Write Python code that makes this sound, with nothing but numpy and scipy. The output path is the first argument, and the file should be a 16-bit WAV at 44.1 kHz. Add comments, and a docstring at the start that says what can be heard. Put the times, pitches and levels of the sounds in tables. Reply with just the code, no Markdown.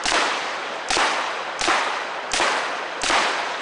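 """Paintball shots in a hard hall

A gas paintball marker fires at a steady pace from a tent that opens on a large, hard hall with steady noise.
Hammer ticks, slaps, barrel ring, far-wall echo and balls bursting down range are band-passed dips with dying
noise; the muzzle pop is a filtered impulse. Third-octave noise bands make the venting gas, the late roar and
the steady noise. A fast gain control squeezes it all, and a standing offset thumps as the gain moves.
"""
import sys
import numpy as np
from scipy import signal
from scipy.io import wavfile

SR = 44100
rng = np.random.default_rng(int(sys.argv[2]) if len(sys.argv) > 2 else 0)


def wav_record(signal):
    """Record a signal, one row per channel, as 16-bit PCM in the file named by sys.argv[1]."""
    frames = np.transpose(np.atleast_2d(signal))
    bounded = np.clip(frames, -1, 1)
    # unit amplitude maps onto the largest positive 16-bit level
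    quanta = np.round(bounded * 32767).astype(np.int16)
    wavfile.write(sys.argv[1], SR, quanta)


N = 159201  # samples heard
LEAD_S = 1  # run-in, cut off at the end
SIZE = N + LEAD_S * SR

# All levels are set ahead of the gain control.
# Shots, the first one before the start: start_s, level_db, roar tilt above 1 kHz and below 1 kHz
# (both db_per_octave), hammer_lead_s, hammer_db, roar_db, fullest roar pitch_hz, gas_db
SHOTS = [(-.66, -.1, .1, .1, .018, -20, .1, 900, .1), (.0556, -.3, 1.2, -.8, .0181, -16, -1.2, 850, .1),
         (.9045, .1, -.6, .3, .0178, -17, .1, 900, .6), (1.612, -.3, -1.2, 1.2, .0182, -18, .8, 1200, -.8),
         (2.3349, -1.1, -.3, -.8, .0183, -16, .1, 800, 1.2),
         (3.0348, .4, .8, -.3, .0182, -16, .8, 1100, .1)]
# What follows each pop: slaps, a narrow barrel ring near 770 Hz, then at about 65 ms a strong low-mid echo
# from the far wall: delay_s, level_db, centre_hz, band spread each way (ratio, at least 1.1 in use), t60_s
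AFTER_POP = [(.0024, 5, 2530, 2.3, .015), (.003, -3.5, 773, 1.1, 0.017), (.0068, -7, 391, 1.51, 0.012),
             (.0283, -3.5, 2100, 1.93, 0.021), (.0395, -8, 2200, 1.7, .005), (.0525, -12, 3200, 1.8, 0.042),
             (.0643, 1.2, 810, 1.85, 0.013), (.0655, -15.5, 331.7, 0.5, 0.02)]
# Balls bursting down range: start_s, level_db, centre_hz
BURSTS = [(0.1422, -12, 2460), (0.98, -7.5, 1354), (1.685, -4, 1010), (2.4109, -11.5, 1002),
          (3.1108, 2.5, 1480)]
# Colour of the venting gas and its scatter in the tent: pitch_hz, relative density_db_per_hz
GAS_COLOUR = [(100, -24.5), (400, -9), (800, -14), (1600, -3), (2500, -5), (5500, -5), (8000, -12),
              (10300, -15.5)]
# Colour of the hall's answer: pitch_hz, relative density_db_per_hz
HALL_COLOUR = [(60, -46.5), (180, -25.5), (260, -10.5), (520, -4), (950, -0.1), (1800, -3.5), (3800, -12),
               (7600, -27), (10300, -37)]
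# Ring time of the hall's answer: pitch_hz, t60_s
HALL_T60 = [(100, 1.34), (400, 1.15), (1000, 1.27), (3000, 1.11), (6000, 1.344), (10000, 0.34)]
# Colour of the hall's steady noise: pitch_hz, relative density_db_per_hz
FLOOR_COLOUR = [(20, -29), (60, -36), (100, -29.5), (140, -19), (230, -15), (600, -0.9), (1300, -4),
                (3200, -15), (6000, -35.5), (10300, -42)]

FLOOR_DB, PATCHY_DB, PATCHY_HZ = -31, 1.36, 24  # patchy: level wander of every noise band
HALL_DB, HALL_DELAY_S, HALL_RISE_S = -16.5, 0.062, 0.019
LATE_DB, LATE_LONGER = -7.5, 3.11  # the far end rings on, fainter and this many times longer
BARK_DB, BARK_OCTAVES, BARK_S = 3, 0.43, 0.1  # the young roar is fuller around one pitch
HAMMER_HZ, HAMMER_WIDE, HAMMER_T60_S = 6200, 1.26, 0.015  # WIDE: band spread each way, a ratio
POP_DB, POP_LOW_HZ, POP_CUT_HZ = 7.5, 207, 4300
GAS_DB, GAS_ATTACK_S, GAS_HOLD_S, GAS_T60_S = -23.5, 0.00033, 0.023, 1
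GAS_RUSH_DB, GAS_RUSH_S = 22, 0.014  # louder in the first instant
SCATTER = 0.32  # noise against the leading dip of a puff
AFTER_SPREAD_DB, AFTER_SAME = 2, 0.45  # shot-to-shot level spread; share of noise power common to all shots
BURST_WIDE, BURST_T60_S = 2.37, 0.024
THRESHOLD_DB, SQUEEZE, ATTACK_S, RELEASE_DB_PER_S = -9, 1, 0.0001, 550  # SQUEEZE: dB down per dB over
OFFSET, COUPLING_HZ = 0.034, 7.9  # the microphone's standing offset, full scale = 1
TOP, CUTOFF_HZ = 0.72, 10600  # ceiling of the rounded peaks; treble cut


def amp(db):
    """Turns dB into a gain; twice the dB gives a power."""
    return 10 ** (np.asarray(db) / 20)


def at_hz(points, hz):
    """Reads a table on a log-frequency axis."""
    pitches, values = np.array(points).T
    return np.interp(np.log(hz), np.log(pitches), values)


def band_powers(colour, db, centres, widths):
    """Shares out a total level over noise bands in the given colour."""
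    power = amp(at_hz(colour, centres)) ** 2 * widths
    return amp(db) ** 2 * power / np.sum(power)


def drift(rate_hz):
    """Slow random wander of spread 1: noise through two equal low-pass poles."""
    r = np.exp(-2 * np.pi * rate_hz / SR)
    slow = signal.lfilter([1], [1, -2 * r, r * r], rng.standard_normal(SIZE))
    return slow / slow.std()


def add(out, start_s, sound):
    """Mixes a sound in at a time."""
    i = int((start_s + LEAD_S) * SR)
    out[i:i + len(sound)] += sound[:len(out) - i]


def puff(noise, db, hz, wide, t60_s):
    """A dip in pressure, then dying scatter, in a band around hz; peak at db."""
    fade = amp(-60 * np.arange(len(noise)) / SR / t60_s)
    drive = SCATTER * noise * fade - signal.unit_impulse(len(noise))
    edges = [hz / wide, min(hz * wide, 0.45 * SR)]
    sound = signal.sosfilt(signal.butter(2, edges, "band", fs=SR, output="sos"), drive)
    return amp(db) * sound / np.abs(sound).max()


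def air():
    """Third-octave noise bands carry steady noise, roar and gas, their powers added."""
    edges = 20 * 2 ** np.arange(0, 9.4, 1 / 3)
    centres, widths = np.sqrt(edges[1:] * edges[:-1]), np.diff(edges)
    floor = band_powers(FLOOR_COLOUR, FLOOR_DB, centres, widths)
    hall = band_powers(HALL_COLOUR, HALL_DB, centres, widths)
    gas = band_powers(GAS_COLOUR, GAS_DB, centres, widths)
    t = np.arange(SIZE) / SR - LEAD_S
    coarse_t = t[::16]  # envelopes are drawn at every 16th sample
    white = rng.standard_normal((2, SIZE))  # neighbouring bands take turns on two noises
    out = np.zeros(SIZE)
    for k, hz in enumerate(centres):
        power = floor[k]
        for start_s, db, treble, bass, _, _, roar_db, bark_hz, gas_db in SHOTS:
            since = np.maximum(coarse_t - start_s, 0)
            tilt_db = (treble if hz > 1000 else bass) * np.log2(hz / 1000)
            roar = amp(2 * tilt_db) * hall[k] * hall_roar(since, hz, roar_db, bark_hz)
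            vent = amp(2 * gas_db) * gas[k] * gas_vent(since)
            power = power + amp(2 * db) * (vent + roar)
        band_filter = signal.butter(2, edges[k:k + 2], "band", fs=SR, output="sos")
        band = signal.sosfilt(band_filter, white[k % 2])
        level = np.interp(t, coarse_t, np.sqrt(power))
        out += band / band.std() * level * amp(PATCHY_DB * drift(PATCHY_HZ))
    return out


def hall_roar(since, hz, roar_db, bark_hz):
    """Power of the late answer: a delayed swell, a main decay with a bark, and a longer tail."""
    late = np.maximum(since - HALL_DELAY_S, 0)
    fall_db = 60 * late / at_hz(HALL_T60, hz)
    octaves = np.log2(hz / bark_hz)
    bark_db = BARK_DB * np.exp(-(octaves / BARK_OCTAVES) ** 2 - late / BARK_S)
    main = amp(2 * (roar_db + bark_db - fall_db))
    far_end = amp(2 * (LATE_DB - fall_db / LATE_LONGER))
    return (1 - np.exp(-late / HALL_RISE_S)) * (main + far_end)


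def hammer_ticks(length):
    """The hammer strikes just before each pop: a short, narrow, high puff."""
    out = np.zeros(SIZE)
    for start_s, _, _, _, lead_s, tick_db, *_ in SHOTS:
        noise = rng.standard_normal(length)
        add(out, start_s - lead_s, puff(noise, tick_db, HAMMER_HZ, HAMMER_WIDE, HAMMER_T60_S))
    return out


def muzzle_pops(length):
    """The muzzle pops: one band-passed impulse per shot, pressure dipping first."""
    out = np.zeros(SIZE)
    band = signal.butter(2, [POP_LOW_HZ, POP_CUT_HZ], "band", fs=SR)
    pop = signal.lfilter(*band, signal.unit_impulse(length))
    for start_s, db, *_ in SHOTS:
        add(out, start_s, -amp(db + POP_DB) * pop / pop.max())
    return out


def gas_vent(since):
    """Power of escaping gas: quick onset, a first rush, a hold and a decay."""
    rush_db = GAS_RUSH_DB * np.exp(-since / GAS_RUSH_S)
    fall_db = 60 * np.maximum(since - GAS_HOLD_S, 0) / GAS_T60_S
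    onset = 1 - np.exp(-since / GAS_ATTACK_S)
    return (onset * amp(rush_db - fall_db)) ** 2


def slaps_ring_and_echo(length):
    """Slaps, barrel ring and far-wall echo: delayed puffs, partly the same noise for every shot."""
    out = np.zeros(SIZE)
    shared = rng.standard_normal((len(AFTER_POP), length))
    for start_s, db, *_ in SHOTS:
        for k, (delay_s, after_db, hz, wide, t60_s) in enumerate(AFTER_POP):
            own = rng.standard_normal(length)
            noise = np.sqrt(AFTER_SAME) * shared[k] + np.sqrt(1 - AFTER_SAME) * own
            level_db = db + after_db + AFTER_SPREAD_DB * rng.standard_normal()
            add(out, start_s + delay_s, puff(noise, level_db, hz, max(wide, 1.1), t60_s))
    return out


def ball_bursts(length):
    """Balls burst down range: wide puffs, each at its own pitch."""
    out = np.zeros(SIZE)
    for start_s, db, hz in BURSTS:
        add(out, start_s, puff(rng.standard_normal(length), db, hz, BURST_WIDE, BURST_T60_S))
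    return out


def scene():
    """The marker, its balls and the air around them, with the run-in cut off."""
    length = SR // 10
    marker = hammer_ticks(length) + muzzle_pops(length) + slaps_ring_and_echo(length)
    return (air() + marker + ball_bursts(length))[None, -N:]


def record(dry):
    """Fast gain control squeezes sound and offset; peaks round off and the top is cut."""
    # Peak level, held and let down at a constant rate in dB
    slope = RELEASE_DB_PER_S * np.arange(N) / SR
    level_db = 20 * np.log10(np.abs(dry[0]) + 1e-6)
    held_db = np.maximum.accumulate(level_db + slope) - slope
    gain_db = -SQUEEZE * np.maximum(held_db - THRESHOLD_DB, 0)
    r = np.exp(-1 / (ATTACK_S * SR))
    gain = amp(signal.lfilter([1 - r], [1, -r], gain_db))
    # Coupling removes the steady offset, but its jumps with the gain come through as thumps
    coupling = signal.butter(1, COUPLING_HZ, "high", fs=SR)
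    thump = signal.lfilter(*coupling, OFFSET * (gain - 1))
    rounded = TOP * np.tanh(dry * gain / TOP)
    treble_cut = signal.cheby2(16, 60, CUTOFF_HZ, fs=SR, output="sos")
    return signal.sosfilt(treble_cut, rounded + thump)


dry = scene()
out = record(dry)
wav_record(out)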